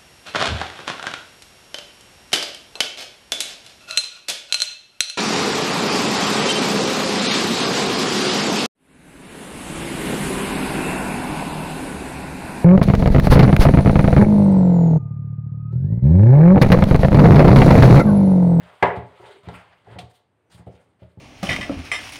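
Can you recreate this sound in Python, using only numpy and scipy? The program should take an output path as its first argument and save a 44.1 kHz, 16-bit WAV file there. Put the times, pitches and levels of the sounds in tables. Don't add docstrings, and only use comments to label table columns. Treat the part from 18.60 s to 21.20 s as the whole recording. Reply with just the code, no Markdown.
import sys
import numpy as np
from scipy import signal
from scipy.fft import rfft, irfft
from scipy.io import wavfile
from scipy.ndimage import uniform_filter1d

SR = 44100
rng = np.random.default_rng(int(sys.argv[2]) if len(sys.argv) > 2 else 0)


def decibels_to_gain(level_db):
    exponent = np.asarray(level_db, float) / 20
    return 10 ** exponent


def dump_mix(stems):
    frames = np.atleast_2d(stems).T
    limited = np.clip(frames, -1, 1)
    pcm = np.round(limited * 32767).astype(np.int16)
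    wavfile.write(sys.argv[1], SR, pcm)


N = 114660

# (frequency [Hz], level [dB], t60 [s])
WALL_MODES = [(380.4, -10, 0.13), (417.6, -8, 0.15), (465.4, -10.5, 0.11), (508, -9, 0.1), (563, -9, 0.1),
              (618.7, -7, 0.07), (711.8, -7, 0.13), (864.8, -1.5, 0.079), (900, -4, 0.05), (951, -5, 0.057),
              (1135, -7, 0.035), (1393, -9.5, 0.05), (1668, -7, 0.035), (1990, -6, 0.037)]
# (frequency [Hz], level [dB], t60 [s])
BASE_MODES = [(82.5, -8.5, 0.22), (96.7, -9.5, .15), (116.3, -1, 0.2), (174.05, -3.5, 0.2), (259, -16, 0.2),
              (323.7, -14.5, 0.076)]


def unit(x):
    return x / np.sqrt(np.mean(x ** 2))


def colour(x, points):
    hz, db = np.array(points, float).T
    freqs = np.fft.rfftfreq(len(x), 1 / SR)
    gain = decibels_to_gain(np.interp(np.log(freqs + 1), np.log(hz), db))
    return irfft(rfft(x) * gain, len(x))


def toned(x, points):
    return colour(x, points) / np.std(colour(rng.standard_normal(N), points))


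def through(x, response):
    return signal.fftconvolve(x, response)[:N]


def walk(rate):
    hold = int(SR / rate)
    steps = np.repeat(rng.standard_normal(N // hold + 1), hold)
    return unit(uniform_filter1d(steps, hold)[:N])


def swell(t, start, rise, fall):
    u = t - start - rise
    rising = np.clip(1 + u / rise, 0, 1) ** 0.68
    falling = np.exp(-(np.maximum(u, 0) / fall) ** 1.104 * 2.24)
    return np.where(u < 0, rising, falling)


def grains():
    level_db = 2 * rng.exponential(size=N) + 1.5 * walk(49)
    return unit(rng.standard_normal(N) * decibels_to_gain(level_db))


def patches():
    crackle = grains()
    total = 0
    for hz in 500 * 1.5 ** np.arange(10):
        edges = [(hz / 1.5, -40), (hz / 1.2, 0), (hz * 1.2, 0), (hz * 1.5, -40)]
        total = total + colour(crackle, edges) * decibels_to_gain(3 * walk(35))
    return unit(total)


def ring(modes, flip):
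    t = np.arange(SR // 2) / SR
    total = 0
    for k, (hz, db, t60) in enumerate(modes):
        sign = (-1) ** (k * flip)
        total = total + sign * decibels_to_gain(db - 60 * t / max(t60, .005)) * np.sin(2 * np.pi * hz * t)
    return total


def kitchen():
    # (frequency [Hz], level [dB per Hz])
    spectrum = [(20, -12), (60, -13), (108, 0.5), (170, -8.5), (400, -9), (2600, -26.5), (5310, -42.5),
                (15500, -51.5)]
    level_db = -68 + 1.8 * walk(6)
    return decibels_to_gain(level_db) * unit(colour(rng.standard_normal(N), spectrum))


def bird(t):
    u = np.clip((t - 1.83) / .08, 0, 1)
    pitch_hz = 5950 + 25 * walk(300)
    level = decibels_to_gain(-88 + 2.9 * walk(200)) * np.sin(np.pi * u ** 2)
    return level * np.sin(2 * np.pi * np.cumsum(pitch_hz) / SR)


def tick(t):
    return decibels_to_gain(-68) * np.exp(-((t - 2.519) / .0015) ** 2) * np.sin(2 * np.pi * 4200 * t)


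def room():
    # (frequency [Hz], t60 [s])
    decay = [(550, 0.43), (900, 0.46), (2000, 0.29), (4500, 0.51), (10000, 0.15)]
    gap_s = 0.0063
    t = np.arange(SR // 2) / SR
    tail = 0
    for hz, t60 in decay:
        edges = [(hz / 2.5, -30), (hz / 2.2, 0), (hz * 1.2, 0), (hz * 5.6, -30)]
        band = colour(rng.standard_normal(len(t)), edges)
        tail = tail + band * decibels_to_gain(-60 * t / t60) / np.sqrt(t60 * SR / 14)
    tail = tail * decibels_to_gain(-8) * np.clip(t / gap_s - 1, 0, 1)
    tail[0] = 1
    return tail


def rub(force, modes, flip):
    return through(force * grains(), unit(ring(modes, flip)) / np.sqrt(SR // 2))


def drags(t):
    # (start [s], rise [s], fall [s], wall level [dB], base level [dB])
    strokes = [(-.05, 0.027, 0.11, -51.5, -43), (0.048, 0.06, 0.067, -57.5, -78),
               (.4, 0.035, 0.074, -81, -41), (0.617, 0.011, 0.1, -46.5, -54.5),
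               (0.825, 0.12, 0.11, -86.5, -54), (.9, 0.025, 0.038, -70, -48),
               (1.03, 0.053, 0.38, -70.5, -67), (1.253, 0.0076, 0.08, -53, -48),
               (1.275, 0.054, 0.11, -55, -43), (1.35, 0.014, 0.043, -49, -56),
               (1.4, 0.029, 0.068, -57.5, -60), (1.55, 0.049, 0.042, -66.5, -91.5),
               (1.908, 0.025, 0.089, -59.5, -55), (1.978, 0.023, 0.076, -58, -70),
               (2.099, 0.026, 0.26, -67, -60), (2.428, 0.011, 0.076, -78.5, -49.5),
               (2.57, 0.017, 0.053, -63, -48)]
    wall = sum(decibels_to_gain(wall_db) * swell(t, s, rise, fall) for s, rise, fall, wall_db, _ in strokes)
    base = sum(decibels_to_gain(base_db) * swell(t, s, rise, fall) for s, rise, fall, _, base_db in strokes)
    return rub(wall, WALL_MODES, flip=True) + rub(base, BASE_MODES, flip=False)


def judders(t):
    # (start [s], rise [s], fall [s], level [dB], frequency [Hz])
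    tones = [
        (.594, .008, .08, -42, 378),
        (.688, .012, .03, -48, 570),
        (.69, .02, .05, -46, 395),
        (.735, .035, .012, -45, 390),
        (1.268, .006, .012, -44, 880),
        (1.355, .005, .03, -41, 575),
        (1.384, .006, .03, -38, 730),
        (2.068, .005, .02, -40, 410),
        (2.09, .01, .06, -50, 500),
        (2.419, .004, .04, -46, 600),
    ]
    turn = 2 * np.pi * np.cumsum(1 + .06 * walk(260)) / SR
    flutter = decibels_to_gain(2.5 * walk(70.96))
    total = sum(decibels_to_gain(db) * swell(t, s, rise, fall) * np.sin(hz * turn) for s, rise, fall, db, hz in tones)
    return signal.sosfilt(signal.butter(4, 1300, fs=SR, output="sos"), flutter * total)


def smears(t):
    # (start [s], rise [s], fall [s], hiss level [dB], brightness [dB])
    strokes = [(-.1, .17, 0.54, -53, -3), (0.191, 0.079, 0.042, -52.5, -4),
               (0.252, 0.024, 0.025, -54, -6.5), (0.351, 0.0087, 0.04, -45.5, -7.5),
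               (0.452, 0.21, 0.25, -55.5, -1), (0.606, 0.11, .06, -54, -2.5), (.71, 0.013, 0.017, -83, -15),
               (0.83, 0.026, 0.44, -52.5, -7.5), (0.897, 0.057, 0.097, -48.5, -0.5),
               (1.032, 0.097, 0.2, -64.5, -9), (1.248, 0.091, 0.088, -52.5, -8),
               (1.388, 0.016, 0.042, -53.5, 9), (1.493, 0.0226, 0.023, -61.5, 9.5),
               (1.53, 0.0277, 0.058, -70.5, 17.5), (1.898, 0.02, 0.028, -61, 11),
               (1.916, 0.036, 0.037, -58, 13.5), (1.973, 0.0095, 0.051, -54.5, -4.5),
               (2.06, 0.019, 0.027, -60.5, 0), (2.091, 0.042, 0.046, -64, 4), (2.139, 0.022, 0.15, -62, 3),
               (2.39, 0.043, 0.057, -60.5, 0), (2.473, 0.028, 0.15, -76.5, 6), (2.587, 0.0184, .05, -66, 3)]
    # (frequency [Hz], level [dB per Hz])
    spectrum = [(290, -41), (500, -4), (577, -3), (1170, -5), (2070, -9.5), (3580, -14), (5750, -29),
                (8720, -32.5), (15500, -36.5)]
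    split_hz = 4140
    body = sum(decibels_to_gain(db) * swell(t, s, rise, fall) for s, rise, fall, db, _ in strokes)
    air = sum(decibels_to_gain(db + lift_db) * swell(t, s, rise, fall) for s, rise, fall, db, lift_db in strokes)
    low = signal.sosfilt(signal.butter(2, split_hz, "low", fs=SR, output="sos"), body * patches())
    high = signal.sosfilt(signal.butter(2, split_hz, "high", fs=SR, output="sos"), air * patches())
    return toned(low + high, spectrum)


def burst(t, start, db, t60, rise):
    return decibels_to_gain(db - 60 * np.maximum(t - start, 0) / t60) * np.clip((t - start) / rise, 0, 1)


def slaps(t):
    # (time [s], level [dB], t60 [s])
    hits = [
        (0.2245, -32, 0.04),
        (.362, -52, .05),
        (0.832, -59, .04),
        (0.885, -47, 0.045),
        (1.245, -65, .03),
        (1.312, -56.5, 0.032),
        (1.386, -35, 0.061),
        (2.151, -63.5, 0.07),
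    ]
    # (frequency [Hz], level [dB per Hz])
    spectrum = [(590, -41), (1000, -23), (1660, -16), (1880, -7.5), (3740, -5.5), (5150, -18),
                (9250, -30.5), (15500, -44)]
    rise_s = .002
    envelope = 0
    for s, db, t60 in hits:
        echo = burst(t, s, db - 17, .35, rise_s)
        envelope = envelope + burst(t, s, db, t60, rise_s) + echo
    return toned(envelope * rng.standard_normal(N), spectrum)


def knock(t):
    # (frequency [Hz], level [dB per Hz])
    spectrum = [(110, -41.5), (300, -19), (480, -11), (920, -3), (1300, -11.5), (2100, -10), (3500, -31.5),
                (12000, -85)]
    start_s, level_db, rise_s = .2256, -13.5, .0005
    envelope = burst(t, start_s, level_db, .12, rise_s)
    envelope = envelope + burst(t, start_s, level_db - 7.5, 0.42, rise_s)
    return toned(envelope * rng.standard_normal(N), spectrum)


def struck_wall(wall_db, contact_ms):
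    modes = []
    for hz, db, t60 in WALL_MODES:
        struck_hz = hz * (1 + .01 * rng.standard_normal())
        struck_db = db + wall_db + 2 * rng.standard_normal()
        damped_t60 = min(t60, 130 / hz) / (1 + .5 * contact_ms)
        modes.append((struck_hz, struck_db, damped_t60))
    wall = ring(modes, flip=True)
    k = np.arange(900)
    rattle = decibels_to_gain(-23.5) * rng.standard_normal(900) * np.exp(-k / SR / 0.0049)
    rattle[0] += 1
    return signal.fftconvolve(wall, rattle)[:len(wall)]


def struck_base(base_db, contact_ms):
    modes = []
    for hz, db, t60 in BASE_MODES:
        tilt_db = 2.5 * np.log2(hz / 150) / max(contact_ms, .2)
        modes.append((hz, db + base_db + 2 * rng.standard_normal() + tilt_db, t60))
    return ring(modes, flip=False)


def blows():
    # (time [s], base level [dB], wall level [dB], contact [ms])
    hits = [(0.2255, -20, -8.5, 0.21), (.2405, -50, -14.5, 0.44), (.276, -31, -19.5, 0.65),
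            (.303, -53, -21, 0.26), (.327, -40.5, -33, 0.19), (.356, -50, -29, 0.4),
            (.371, -25.5, -28.5, 1.76), (.597, -54.5, -39, 0.89), (0.833, -48.5, -62, 3.0),
            (0.849, -50, -72, 7.6), (0.873, -30.5, -22, 2.63), (.886, -66, -33, 0.12),
            (0.942, -46, -70, 0.21), (.927, -41, -44.5, 1.16), (1.272, -50.5, -41.5, 1.28),
            (1.314, -38, -64, 6.9), (1.359, -35.5, -38.5, 1.1), (1.38, -36, -43.5, 1.26),
            (1.387, -49, -36, 0.66), (1.429, -40, -47, 1.64), (1.907, -57.5, -57, 2.2),
            (1.945, -40.5, -63, 3.9), (1.994, -39, -38.5, 2.3), (2.067, -33.5, -27, 1.86),
            (2.083, -59, -33.5, 1.74), (2.102, -53, -52, 2.1), (2.122, -52, -58, 3.5),
            (2.138, -42.5, -39, 2.5), (2.419, -41.5, -38, 1.43), (2.472, -68.5, -66.5, 1.55),
            (2.573, -37.5, -41.5, 1.18)]
    out = np.zeros(N)
    for s, base_db, wall_db, contact_ms in hits:
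        i = int(s * SR)
        width = max(contact_ms, .1) * SR / 1000
        k = np.arange(int(width) + 2) + i - s * SR + 1
        push = np.sin(np.pi * np.clip(k / width, 0, 1)) ** 2
        body = struck_base(base_db, contact_ms) + struck_wall(wall_db, contact_ms)
        hit = signal.fftconvolve(body, push / push.sum())[:N - i]
        out[i:i + len(hit)] += hit
    return out


def scene():
    t = np.arange(N) / SR
    bowl = blows() + smears(t) + drags(t) + judders(t)
    bursts = slaps(t) + knock(t)
    background = kitchen() + bird(t) + tick(t)
    return (through(bowl, room()) + bursts + background)[None]


def top_cut(x):
    return signal.sosfilt(signal.butter(12, 15530, fs=SR, output="sos"), x)


def record(dry):
    port_hz, port_width_hz, port_db = 8650, 760, 9
    ceiling = .8
    b, a = signal.iirpeak(port_hz, port_hz / port_width_hz, fs=SR)
    x = dry + decibels_to_gain(port_db) * signal.lfilter(b, a, dry)
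    x = signal.sosfilt(signal.butter(6, 67, "high", fs=SR, output="sos"), x)
    return top_cut(ceiling * np.tanh(x / ceiling))


dry = scene()
out = record(dry)
dump_mix(out)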